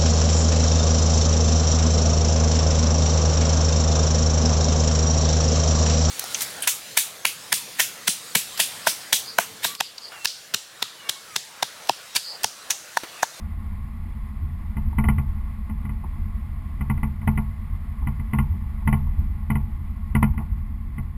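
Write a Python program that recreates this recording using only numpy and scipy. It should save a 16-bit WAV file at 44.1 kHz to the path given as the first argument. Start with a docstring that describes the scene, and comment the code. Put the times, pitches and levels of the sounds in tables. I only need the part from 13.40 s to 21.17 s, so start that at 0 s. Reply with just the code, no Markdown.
"""Low cabin boom of a car rolling along a dirt road, heard through the body a small camera is fixed to.
Ruts sway the body and pump the cabin air. At bumps a loose part knocks, often twice, ringing panels
and cabin; smaller jolts rattle the trim. Engine and tyres drone, and grit hisses through the panels.
The camera holds each sample at a low rate, which mirrors every knock into a thin treble sizzle."""
import sys
import numpy as np
from scipy.fft import rfft, irfft, next_fast_len
from scipy.io import wavfile
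from scipy.ndimage import uniform_filter1d, map_coordinates

SR = 44100
rng = np.random.default_rng(int(sys.argv[2]) if len(sys.argv) > 2 else 0)


def generate_wav(signal):
    """Clip the signal to [-1, 1] and save it as 16-bit WAV at the path in sys.argv[1]."""
    frames = np.transpose(np.atleast_2d(signal))
    scaled = np.clip(frames, -1, 1) * 32767
    pcm = np.round(scaled).astype(np.int16)
    wavfile.write(sys.argv[1], SR, pcm)


N = 342657

# road between bumps: time_s, roughness_db
ROAD_ROUGHNESS = [(0.0, -33.5), (0.99, -37), (1.71, -28), (1.9, -33.5), (4.85, -34.5), (5.02, -31),
                  (7.31, -32.5), (7.77, -36.5)]
# soft ruts, no knock: start_s, sway_db, boom_db
RUTS = [(1.0, -36, -25), (1.4, -25.5, -21.5), (1.64, -23.5, -17), (1.88, -22.5, -29), (2.76, -21.5, -27.5),
        (4.29, -28, -31.5), (4.59, -25, -25), (5.09, -39, -21.5), (5.62, -20, -25.5), (5.77, -21.5, -19),
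        (7.09, -35, -26)]
# body sway: freq_hz, gain_db
SWAY_SPECTRUM = [(4, -33), (14, -2.5), (26, -3.5), (42, 2), (55, -4), (75, -21), (130, -61.5), (300, -120)]
# lowest cabin air modes: centre_hz, width_hz, gain_db
BOOM_MODES = [(66.7, 23, -5), (80.2, 13.9, -3)]
# strikes of the loose part: start_s, force_db
KNOCKS = [(1.3686, -31), (1.585, -19.5), (1.6401, -23), (1.6867, -17), (1.7828, -26), (2.2965, -35),
          (2.4525, -35.5), (2.4925, -34.5), (3.4095, -29), (3.4994, -22.5), (3.5765, -36.5), (3.632, -24),
          (3.8159, -37.5), (3.8762, -17.5), (3.9759, -22), (4.6719, -26.5), (4.7969, -37), (4.934, -22),
          (4.9871, -19.5), (5.4758, -18), (5.528, -18.5), (6.103, -20.5), (6.1545, -25), (6.7515, -17.5),
          (6.8282, -13.5), (6.978, -29), (7.5821, -32.5)]
# struck cabin: pitch_hz, gain_db, t60_s
CABIN_MODES = [(45.4, -11, 0.1), (67.6, -14.5, 0.27), (136.3, 0, 0.3), (151.7, -7.5, 0.24),
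               (214.6, 3, 0.16), (235, -28, 0.42), (251.7, -20, 0.2)]
# struck panels: pitch_hz, gain_db, t60_s
PANEL_MODES = [(389.4, -16.5, 0.14), (424.5, -19.5, 0.34), (685.4, -13.5, 0.21), (784, -13, 0.019),
               (852, -17, 0.43), (888, -8.5, 0.22), (954.5, -6.5, 0.13), (1087, -6, 0.16), (1130, -4, 0.11),
               (1406, -8.5, 0.095), (1999, -6, 0.062), (2044, 0.5, 0.048), (2220, -12, 0.031),
               (2287, -11, 0.061), (2516, -13, 0.046), (2990, -20, 0.067), (2932, -21, 0.032)]
# contact noise and echo of a knock: freq_hz, gain_db
CLACK_SPECTRUM = [(150, -52), (300, -6), (410, 4.5), (560, -21.5), (720, 1), (950, 9.5), (1350, -9),
                  (1650, -11.5), (2030, -1.5), (2500, -8.5), (3050, -16), (3700, -37), (5600, -44.5),
                  (7000, -92)]
# trim rattles: start_s, level_db
RATTLES = [(1.526, -40), (2.639, -35), (4.621, -40), (5.138, -43.5), (5.417, -45), (5.671, -39.5),
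           (6.242, -50), (6.86, -34.5), (6.936, -41.5), (7.001, -34.5)]
# trim buzz: freq_hz, gain_db
TRIM_SPECTRUM = [(120, -53), (250, -1), (350, 4.5), (520, -16), (750, 2), (900, 9), (1100, 1.5),
                 (1400, -16), (3000, -27.5), (6000, -69)]
# cabin resonances driven by rolling: centre_hz, width_hz, gain_db
DRONE_MODES = [(134, 15.5, 1.5), (177, 16, -6.5), (212.3, 25, -1.5), (256, 26, -21), (318.6, 46, -22.5)]
# tyre hiss: freq_hz, gain_db
TYRE_SPECTRUM = [(190, -35.5), (330, -3.5), (354, -14), (418, -9), (588, -13.5), (685, -8), (752, -15),
                 (836, -3), (919, -9.5), (1100, -2), (1520, -13), (2050, -6.5), (2780, -18), (5500, -26.5),
                 (7150, -45), (12100, -120)]
# resonances in the hiss: centre_hz, width_hz, weight_db
WHINE_MODES = [(713, 72, 9.6), (906, 133, 6), (1080, 74, 10.4), (1425, 17, 15), (2010, 120, 3.8),
               (3380, 47, 6.9)]

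SWAY_DB, BOOM_DB = -31.5, -31.5  # average road
JOLT_RISE_S, JOLT_T60_S = 0.032, 0.64
FIRM_DB, SLAM_DB = -20, -18  # force of a firm knock, of a slam
JOLT_SWAY_DB, JOLT_BOOM_DB = -27.5, -23  # under a firm knock
THUMP_DB, HOLLOW_DB, CRACKLE_DB, LATE_CLICK_DB = 0, -5, -42.5, -33  # gains within a firm knock
BOUNCE_GAP_S, BOUNCE_DB = 0.06, -1.5
MOUNT_CUTOFF_HZ, HOLLOW_BELOW_HZ = 275, 1250
DRONE_DB, HISS_DB = -39, -52.5
EASE_START_S, EASE_DB_PER_S = 5.7, 1.44
LOW_CUT_HZ, BAND_HZ, HOLD_HZ, TOP_HZ = 13, 5600, 12000, 15400


def rumble(sway_db, boom_db):
    """Ruts sway the body and pump the lowest air modes of the cabin."""
    sway = even(noise(lambda hz: shape(SWAY_SPECTRUM, hz)), span_s=0.21)
    boom = even(noise(lambda hz: humps(BOOM_MODES, hz)), span_s=0.11)
    return amp(sway_db) * sway + amp(boom_db) * boom


def suspension():
    """Sway and boom levels in dB: road roughness plus a swell that settles after each rut and knock."""
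    road_db = np.interp(np.arange(N) / SR, *np.transpose(ROAD_ROUGHNESS))
    rough_db = 0.6 * (road_db - road_db.mean())
    power = amp([SWAY_DB + rough_db, BOOM_DB + rough_db]) ** 2
    t = np.arange(SR // 2) / SR
    swell = np.minimum(t / JOLT_RISE_S, 1) * amp(-60 * np.maximum(t - JOLT_RISE_S, 0) / JOLT_T60_S)
    jolts = list(RUTS)
    for start_s, force_db in KNOCKS:
        extra_db = 0.57 * (force_db - FIRM_DB)
        jolts.append((start_s - JOLT_RISE_S, JOLT_SWAY_DB + extra_db, JOLT_BOOM_DB + extra_db))
    for start_s, sway_db, boom_db in jolts:
        add(power[0], start_s, (amp(sway_db) * swell) ** 2)
        add(power[1], start_s, (amp(boom_db) * swell) ** 2)
    return 10 * np.log10(power)


def knocks():
    """A loose part hits one spot and chatters, ringing the panels and thumping the cabin."""
    out, t = np.zeros(N), np.arange(SR // 2) / SR
    clack = lambda: noise(lambda hz: shape(CLACK_SPECTRUM, hz), size=len(t))
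    mounts = lambda hz: lowpass(hz, MOUNT_CUTOFF_HZ, order=7)
    onset = np.exp(-((t - 0.0042) / 0.0025) ** 2)
    chatter = np.exp(-((t - 0.015) / 0.0075) ** 4)
    late_click = np.exp(-((t - 0.0195) / 0.0008) ** 2)  # faint, sharp, just after a hard knock
    age_s = np.maximum(t - 0.0026, 0)  # full blow lags first touch
    for start_s, force_db, thump_db, hollow_db in blows():
        modes = [(hz, db + hollow_db * (hz < HOLLOW_BELOW_HZ), t60_s) for hz, db, t60_s in PANEL_MODES]
        panels = amp(-3.5) * ring(modes, age_s, scatter_db=1) * (1 - np.exp(-age_s / 0.0012))
        thump = amp(thump_db) * filtered(ring(CABIN_MODES, age_s, scatter_db=0.5), mounts)
        echo = amp(-21) * burst(age_s, rise_s=0.0099, t60_s=0.25) * clack()
        # hard blows are sharper; the loudest add a brief, bright crackle like overload
        scrape = (amp(0.78 * force_db + 6.5) * onset + amp(-13.5) * chatter) * clack()
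        excess_db = force_db - FIRM_DB
        crackle = amp(CRACKLE_DB + 2 * excess_db) * onset
        clicks = (crackle + amp(LATE_CLICK_DB + excess_db) * late_click) * rng.standard_normal(len(t))
        add(out, start_s - 0.003, amp(force_db) * (panels + thump + echo + scrape + clicks))
        add(out, start_s + 0.0113, amp(force_db - 5.5) * thump)  # second, softer thump
    return out


def blows():
    """Force sets each knock's colour: soft is duller, hard is brighter; a quick bounce thumps less."""
    start_s, force_db = np.transpose(KNOCKS)
    is_bounce = np.diff(start_s, prepend=0) < BOUNCE_GAP_S
    dull_db = 0.22 * (FIRM_DB - force_db)
    choke_db = 2.4 * np.maximum(force_db - SLAM_DB, 0)  # a slammed part stays pressed on
    thump_db = THUMP_DB + dull_db + BOUNCE_DB * is_bounce
    hollow_db = HOLLOW_DB + dull_db - choke_db
    return zip(start_s, force_db, thump_db, hollow_db)


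def trim_rattles():
    """Smaller jolts shake the trim into a short, dull buzz."""
    out, t = np.zeros(N), np.arange(SR // 4) / SR
    for start_s, level_db in RATTLES:
        buzz = noise(lambda hz: shape(TRIM_SPECTRUM, hz), size=len(t))
        add(out, start_s, amp(level_db - 2) * burst(t, rise_s=0.00092, t60_s=0.11) * buzz)
    return out


def cabin_drone(boom_db):
    """Engine and tyres keep the cabin droning, more on rough ground."""
    level_db = DRONE_DB + 0.58 * (boom_db - boom_db.mean())
    return amp(level_db) * even(noise(lambda hz: humps(DRONE_MODES, hz)), span_s=0.16)


def tyre_hiss():
    """Grit under the tread hisses through the panels, sinking as the car eases off."""
    ease_db = -EASE_DB_PER_S * np.maximum(np.arange(N) / SR - EASE_START_S, 0)
    hiss = noise(lambda hz: shape(TYRE_SPECTRUM, hz) * (1 + 0.31 * humps(WHINE_MODES, hz)))
    return amp(HISS_DB + ease_db + 0.58 * wobble(rate_hz=25)) * hiss


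def amp(db):
    """Decibels to gain."""
    return 10 ** (np.asarray(db) / 20)


def shape(points, hz):
    """Gain of a spectrum table, joined on a log axis."""
    freq_hz, gain_db = np.transpose(points)
    return amp(np.interp(np.log(hz + 1), np.log(freq_hz + 1), gain_db))


def humps(modes, hz):
    """Gain of steep-sided resonances."""
    return sum(amp(db) / (1 + ((hz - centre_hz) / (1.03 * width_hz)) ** 2) ** 2
               for centre_hz, width_hz, db in modes)


def lowpass(hz, cutoff_hz, order):
    """Gain of a maximally flat low-pass."""
    return 1 / np.sqrt(1 + (hz / cutoff_hz) ** (2 * order))


def filtered(x, response):
    """Apply a frequency response."""
    size = next_fast_len(len(x) + 8192)
    return irfft(rfft(x, size) * response(np.fft.rfftfreq(size, 1 / SR)), size)[:len(x)]


def noise(response, size=N):
    """Coloured noise, rms 1."""
    x = filtered(rng.standard_normal(size), response)
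    return x / np.sqrt(np.mean(x ** 2) + 1e-20)


def even(x, span_s):
    """Level out swells slower than span_s."""
    power = np.abs(uniform_filter1d(x ** 2, int(span_s * SR)))
    return x / np.sqrt(power + 0.036)


def wobble(rate_hz):
    """Smooth random curve."""
    knots = rng.standard_normal(int(N * rate_hz / SR) + 4)
    return map_coordinates(knots, [np.arange(N) * rate_hz / SR])


def ring(modes, t, scatter_db):
    """Damped modes, strengths scattered per strike."""
    return sum(amp(db + scatter_db * rng.standard_normal() - 60 * t / t60_s) * np.sin(2 * np.pi * hz * t)
               for hz, db, t60_s in modes)


def burst(t, rise_s, t60_s):
    """Exponential rise and decay."""
    return (1 - np.exp(-t / rise_s)) * amp(-60 * t / t60_s)


def add(track, start_s, sound):
    """Mix in at start_s."""
    part = track[max(round(start_s * SR), 0):][:len(sound)]
    part += sound[:len(part)]


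def scene():
    """All sources reach the camera through the car body; mono."""
    sway_db, boom_db = suspension()
    rolling = rumble(sway_db, boom_db) + cabin_drone(boom_db) + tyre_hiss()
    return (rolling + knocks() + trim_rattles())[None]


def record(dry):
    """The microphone loses the deepest sway; sample and hold mirrors the band about the hold rate."""
    mic = filtered(dry[0], lambda hz: hz ** 3 / np.sqrt(hz ** 6 + LOW_CUT_HZ ** 6))
    band = filtered(mic, lambda hz: lowpass(hz, BAND_HZ, order=20))
    mirrored = band * (1 + 2 * np.cos(2 * np.pi * HOLD_HZ * np.arange(N) / SR))
    return filtered(mirrored, lambda hz: np.sinc(hz / HOLD_HZ) * (hz < TOP_HZ))[None]


dry = scene()
out = record(dry)
generate_wav(out)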